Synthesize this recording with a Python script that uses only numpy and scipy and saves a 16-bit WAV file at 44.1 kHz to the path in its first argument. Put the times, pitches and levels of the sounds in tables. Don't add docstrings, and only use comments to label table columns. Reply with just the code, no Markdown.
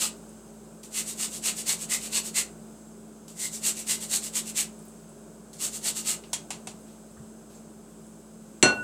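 import sys
import numpy as np
from scipy import signal
from scipy.fft import rfft, irfft
from scipy.io import wavfile
from scipy.ndimage import uniform_filter1d, minimum_filter1d, map_coordinates

SR = 44100
rng = np.random.default_rng(int(sys.argv[2]) if len(sys.argv) > 2 else 0)


def voltage_ratio(level):
    return 10 ** (np.asarray(level, float) / 20)


def transcribe(signal):
    frames = np.atleast_2d(signal).T
    limited = np.clip(frames, -1, 1)
    pcm = np.round(limited * 32767).astype(np.int16)
    wavfile.write(sys.argv[1], SR, pcm)


N = 389403
T = np.arange(N) / SR


def unit(x):
    return x / np.sqrt(np.mean(x ** 2) + 1e-20)


def along(points, hz):
    f, v = np.transpose(points)
    return np.interp(np.log(hz + 1), np.log(f + 1), v)


def wobble(rate):
    knots = rng.standard_normal(int(N * rate / SR) + 4)
    return map_coordinates(knots, [T * rate])


def coloured(x, spectrum, rings=()):
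    hz = np.fft.rfftfreq(8192, 1 / SR)
    db = along(spectrum, hz)
    for centre, width, gain_db in rings:
        db = db + gain_db / (1 + (2 * (hz - centre) / width) ** 2)
    cepstrum = irfft(np.log(voltage_ratio(db) + 1e-6))
    cepstrum[1:4096] *= 2
    cepstrum[4097:] = 0
    pulse = irfft(np.exp(rfft(cepstrum)))
    return signal.fftconvolve(x, pulse / np.linalg.norm(pulse))[:len(x)]


def placed(s, x):
    out = np.zeros(N + len(x))
    out[round(s * SR):][:len(x)] = x
    return out[:N]


def tones(table, rate):
    out = np.zeros(N)
    for hz, db, waver_db in table:
        level = voltage_ratio(db + waver_db * wobble(rate))
        out += level * np.sin(2 * np.pi * hz * T + 0.55 * wobble(rate))
    return out


# frequency in Hz, t60 in s.
ROOM_DECAY = [(100, 0.38), (600, 0.42), (2000, 0.23), (8000, 0.19), (15000, 0.13)]


def room(x):
    hz, t, z = signal.stft(rng.standard_normal(SR // 2), SR, nperseg=256)
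    decay = voltage_ratio(-60 * t / along(ROOM_DECAY, hz)[:, None])
    tail = signal.istft(z * decay, SR, nperseg=256)[1]
    late = np.pad(x, (90, 0))
    return signal.oaconvolve(late, tail / np.linalg.norm(tail))[:len(x)]


def blow(s, db, t60, room_db):
    t = T[:SR // 2]
    chatter = voltage_ratio(-60 * t / t60) * rng.standard_normal(len(t))
    click = 1. * (t == 0)
    return placed(s, voltage_ratio(db) * (chatter + voltage_ratio(room_db) * room(click)))


def push(s, db, hz, t60):
    t = T[:SR // 4]
    onset = 1 - np.exp(-t * hz)
    return placed(s, -voltage_ratio(db - 60 * t / t60) * onset * np.sin(2 * np.pi * hz * t))


# frequency in Hz, relative level in dB.
HISS_COLOUR = [(900, -16), (1700, -14), (2400, -11), (4580, -13), (4890, -10.5), (5870, -11), (6210, -6),
               (7040, -6), (7820, 1), (10500, -12.5), (15700, -19.5)]
# frequency in Hz, level against the hiss in dB, waver in dB.
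WHINES = [(5071, -19.5, 2.5), (6406, -12.5, 3.5), (7500, -21, 9), (12850, -30, 8)]


def microphone_hiss():
    noise = voltage_ratio(0.35 * wobble(4.8)) * coloured(rng.standard_normal(N), HISS_COLOUR)
    return voltage_ratio(-59) * (noise + tones(WHINES, 25))


# frequency in Hz, relative level in dB.
DRONE_COLOUR = [(25, -34), (55, -33), (75, -35), (95, -24), (118, -21), (140, -18), (165, -5), (195, -13.5),
                (250, -17.5), (300, -14.5), (400, -13), (450, -18.5), (650, -19), (750, -24), (1250, -29.5),
                (1550, -30.5), (1750, -39.5), (2600, -71)]
# frequency in Hz, level against the hum in dB, waver in dB.
MOTOR_TONES = [(55, -12, 1), (218.3, 0.5, 2), (406, -12, 0)]


def appliance():
    drone = voltage_ratio(-2.5 + 0.27 * wobble(2.37)) * coloured(rng.standard_normal(N), DRONE_COLOUR)
    return voltage_ratio(-49) * (drone + tones(MOTOR_TONES, 9))


# start in s, level in dB.
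LANDINGS_AT = [(.832, -39), (3.28, -40.5), (5.5307, -42)]
# start in s, level in dB.
FINGER_TICKS = [(0.292, -48), (4.79, -46), (4.882, -47), (5.091, -47), (6.807, -48), (7.05, -69),
                (8.067, -48)]
# start in s, level in dB, pitch in Hz, spread in octaves,
# life (fall of 20 dB) in s.
HAND_SCUFFS = [(4.849, -52, 13100, .3, .02), (6.86, -58, 4470, 1.3, .13), (7.168, -50, 1300, .5, .02),
               (7.49, -56.5, 4500, 1.5, 0.14), (7.545, -52, 7350, .1, .05)]


def ticks():
    rows = [(s, db, 6300, 0.85, 0.0084) for s, db in LANDINGS_AT]
    rows += [(s, db, 8800, 0.19, 0.0066) for s, db in FINGER_TICKS]
    rows += HAND_SCUFFS
    out = np.zeros(N)
    t = T[:SR // 4]
    for s, db, hz, octaves, life in rows:
        envelope = voltage_ratio(db - 20 * t / life) * (1 - np.exp(-8 * t / life))
        puff = envelope * rng.standard_normal(len(t))
        low, high = hz / 2 ** octaves, hz * 2 ** octaves
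        band = [(low * 0.58, -30), (low, -5), (hz, 0), (high, -5), (high * 1.4, -30)]
        out += placed(s, coloured(puff, band))
    return out + voltage_ratio(-2.5) * room(out)


# start in s, level in dB, pitch at the onset in Hz.
SET_DOWN = [(7.172, -49, 95), (7.199, -40, 158)]


def thumps():
    t = T[:SR // 4]
    out = np.zeros(N)
    for s, db, hz in SET_DOWN:
        bend = 1 - 4.4 * np.minimum(t, 0.06)
        out += placed(s, voltage_ratio(db - 60 * t / 0.16) * np.sin(2 * np.pi * hz * t * bend))
    return out


BOWL_HZ = [577, 1114, 1470, 2721, 4248, 5941, 6998, 7777, 8301, 8958, 9695, 10765, 12140, 13870]
# level in dB, t60 in s, twin above the mode in Hz, signed share of the twin.
BOWL_MODES = [(-42, .3, 2, -0.23), (-34, 0.17, 5.4, .3), (-24, 0.63, 7.7, -1.45), (-19.5, 0.39, 28.5, 0.34),
              (-14.5, 0.2, 6.2, -0.34), (-18, 0.18, 11, 0.071), (-39, .15, 15, .3), (-17, 0.11, 14, 0.18),
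              (-23, 0.12, 12, 0.031), (-35, 0.21, 14, -0.26), (-32, 0.1, 20, .3), (-33, 0.099, 20, .3),
              (-46, .08, 20, .3), (-54, .09, 20, .3)]
# start in s, thud in dB, crack in dB.
BOWL_KNOCKS = [(8.6269, -15.5, -9), (8.6323, -5, -16), (8.654, -10, -33), (8.689, -26, -35)]
# frequency in Hz, relative level in dB per Hz.
THUD_COLOUR = [(50, -27), (90, -12), (130, -8), (165, -10), (220, -4), (340, -11), (600, -6.5), (1200, -12),
               (2500, -22), (6000, -56), (12000, -100)]
CRACK_COLOUR = [(600, -50), (2000, 4.5), (3500, 0.5), (5000, -5), (8000, 4), (10500, -13), (12000, -27),
                (15000, -50)]
# centre in Hz, width in Hz, gain in dB.
COUNTER_RINGS = [(128, 15, 4), (288, 20, 7), (334, 25, 5), (385, 25, 6), (616, 37, 3.5), (937, 29, 4)]


def bowl():
    t = T[:SR // 2]
    ring = np.zeros(len(t))
    for hz, (db, t60, split, twin) in zip(BOWL_HZ, BOWL_MODES):
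        pair = np.sin(2 * np.pi * hz * t) + twin * np.sin(2 * np.pi * (hz + split) * t)
        ring += voltage_ratio(db - 60 * t / t60) * pair
    glass = placed(BOWL_KNOCKS[0][0], ring * (1 - np.exp(-t / 0.0007)))
    foot = sum(push(s, db + 0.3, hz=346, t60=0.026) for s, db, _ in BOWL_KNOCKS)
    thud = sum(blow(s, db - 8.5, t60=0.041, room_db=18) for s, db, _ in BOWL_KNOCKS)
    crack = sum(blow(s, db, t60=0.011, room_db=15) for s, _, db in BOWL_KNOCKS)
    return glass + foot + coloured(thud, THUD_COLOUR, COUNTER_RINGS) + coloured(crack, CRACK_COLOUR)


# start in s, level in dB, low knock and plate ring
# against that level in dB, t60 of the rattle in s.
ORANGE_TAPS = [(6.2365, -49.5, -22, -1, 0.032), (6.331, -16, -26, -26.5, 0.087),
               (6.5052, -22, -18.5, -17, 0.024), (6.6713, -27, -17, -18, 0.03)]
# frequency in Hz, relative level in dB.
RATTLE_COLOUR = [(700, -41), (1200, -26), (2000, -14), (3000, -11.5), (5400, -10.5), (7500, -1.5),
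                 (10500, -12.5), (15700, -34)]
# frequency in Hz, relative level in dB, t60 in s.
STEEL_MODES = [(942, -5, .12), (1900, -12, .15), (2400, -6, .11), (2611, -5, .14), (3287, -3, .2),
               (3941, -7, .11), (4355, -7, .15), (4900, -5, .12), (5733, -4, .12)]


def taps():
    fruit = [(80, -14), (130, 7), (300, -31), (600, -2), (1000, -1.5), (2000, -21), (8000, -60)]  # Hz, dB
    rattle, ring, knock, firm, modes = np.zeros((5, N))
    for s, db, low_db, plate_db, t60 in ORANGE_TAPS:
        rattle += blow(s, db - 8.5, t60, room_db=22)
        ring += blow(s, db + plate_db, t60=0.06, room_db=23)
        knock += blow(s, db + low_db + 3, t60=0.04, room_db=16.5)
        firm += push(s + 0.00089, db + low_db + 8.5, hz=765, t60=0.029)
        for hz, mode_db, mode_t60 in STEEL_MODES:
            modes += push(s, db - 25 + mode_db + rng.normal(0, 3.4), hz, mode_t60)
    struck = coloured(rattle, RATTLE_COLOUR) + coloured(ring, PLATE_COLOUR, PLATE_RINGS)
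    return firm + modes + struck + coloured(knock, fruit)


def grains(per_s, scatter_db):
    hit = rng.random(N) < per_s / SR
    size = voltage_ratio(scatter_db * rng.exponential(size=N))
    return unit(hit * rng.standard_normal(N) * size)


# top speed at in s,
# level in dB, rise in s, fall in s, plate under the teeth in dB.
PEEL_STROKES = [(0.026, -29.5, 0.023, .039, -7), (0.983, -30, 0.038, .031, -11.5),
                (1.088, -36.5, .021, .038, -15.5), (1.228, -32, 0.035, 0.034, -10),
                (1.362, -39, .043, .023, -13.5), (1.472, -29, 0.029, 0.034, -8.5),
                (1.595, -36.5, 0.028, .026, -14), (1.701, -28, 0.027, 0.035, -8),
                (1.834, -38, 0.035, .017, -12.5), (1.929, -28.5, .024, 0.033, -8.5),
                (2.054, -39.5, .039, 0.026, -9.5), (2.167, -29, .033, 0.027, -7),
                (2.27, -39, 0.028, 0.027, -12), (2.38, -27.5, 0.023, .032, -8.5),
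                (3.444, -32.5, 0.05, .029, -13), (3.552, -38.5, .027, 0.029, -22),
                (3.676, -28, 0.034, .03, -11.5), (3.792, -39.5, 0.031, 0.032, -12.5),
                (3.907, -29, 0.026, 0.039, -10.5), (4.034, -38.5, .028, 0.026, -11.5),
                (4.149, -27.5, 0.034, 0.027, -11), (4.254, -37.5, .026, 0.028, -12),
                (4.372, -30, .024, .028, -11), (4.494, -39.5, .031, 0.018, -12.5),
                (4.59, -28.5, .025, 0.034, -10), (5.639, -30.5, .031, 0.034, -11.5),
                (5.757, -38, 0.027, 0.025, -15), (5.884, -29.5, .037, .022, -8.5),
                (5.976, -35, .021, 0.035, -12), (6.092, -30, .028, 0.039, -9.5)]
# frequency in Hz, relative level in dB per Hz.
TEETH_COLOUR = [(880, -40), (1500, -22), (2290, -17), (2480, -27.5), (3260, -13.5), (4210, -10.5),
                (5280, -10.5), (7970, 0.5), (10400, -11), (13700, -17.5), (15300, -19), (15900, -50)]
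PLATE_COLOUR = [(100, -93), (300, -11), (900, -8.5), (1250, -7), (1600, -10.5), (2100, -10), (2800, 2.5),
                (3500, -3), (4300, -2), (5500, -6.5), (9000, -39)]
# centre in Hz, width in Hz, gain in dB.
PLATE_RINGS = [(1250, 82, 2.5), (2040, 320, 8), (2500, 730, 1), (3200, 120, -7), (4360, 220, 3)]


def grater():
    catch = voltage_ratio(0.66 * wobble(130))
    tearing = catch * grains(11000, scatter_db=-0.6)
    shaking = catch * grains(5000, scatter_db=0.73)
    drags = [(s + 0.0031, db - 8, 0.0031, 0.035, -11) for s, db in LANDINGS_AT]
    out = np.zeros(N)
    for s, db, rise, fall, plate_db in PEEL_STROKES + drags:
        near = slice(max(round((s - 0.2) * SR), 0), round((s + 0.35) * SR))
        late = np.abs(T[near] - s) / np.where(T[near] < s, rise, fall)
        force = voltage_ratio(db - 6.22 * late ** 2.24)
        rings = [(hz, width, gain_db + 4.5 * rng.standard_normal()) for hz, width, gain_db in PLATE_RINGS]
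        teeth = coloured(force * tearing[near], TEETH_COLOUR)
        plate = coloured(voltage_ratio(plate_db) * force * shaking[near], PLATE_COLOUR, rings)
        rasp = teeth + plate
        out[near] += rasp + voltage_ratio(-7) * room(rasp)
    return out


def scene():
    background = microphone_hiss() + appliance()
    return (background + ticks() + thumps() + bowl() + taps() + grater())[None]


def lagged(x, lag_s, start):
    keep = np.exp(-1 / (lag_s * SR))
    return signal.lfilter([1 - keep], [1, -keep], x, zi=[[start]])[0]


def suppressor(x):
    THRESHOLD_DB, HOLD_S, OPENS_S, CLOSES_S = -42.5, 0.03, 0.065, 0.37
    OPEN_DB, START_DB = 5 / 1.5, 3.75
    level_db = 10 * np.log10(np.abs(uniform_filter1d(x ** 2, size=441)) + 1e-12)
    hold = round(HOLD_S * SR) // 2
    held_db = -minimum_filter1d(-level_db, 2 * hold + 1, origin=hold)
    target_db = np.where(held_db > THRESHOLD_DB, OPEN_DB, 0.0)
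    gain_db = np.maximum(lagged(target_db, OPENS_S, START_DB), lagged(target_db, CLOSES_S, START_DB))
    return x * voltage_ratio(gain_db)


def roll_off(x):
    return signal.sosfilt(signal.butter(12, 16660, fs=SR, output="sos"), x)


def record(dry):
    microphone = signal.butter(2, 39.6, "high", fs=SR, output="sos")
    heard = signal.sosfilt(microphone, dry)
    return roll_off(suppressor(heard))


dry = scene()
out = record(dry)
transcribe(out)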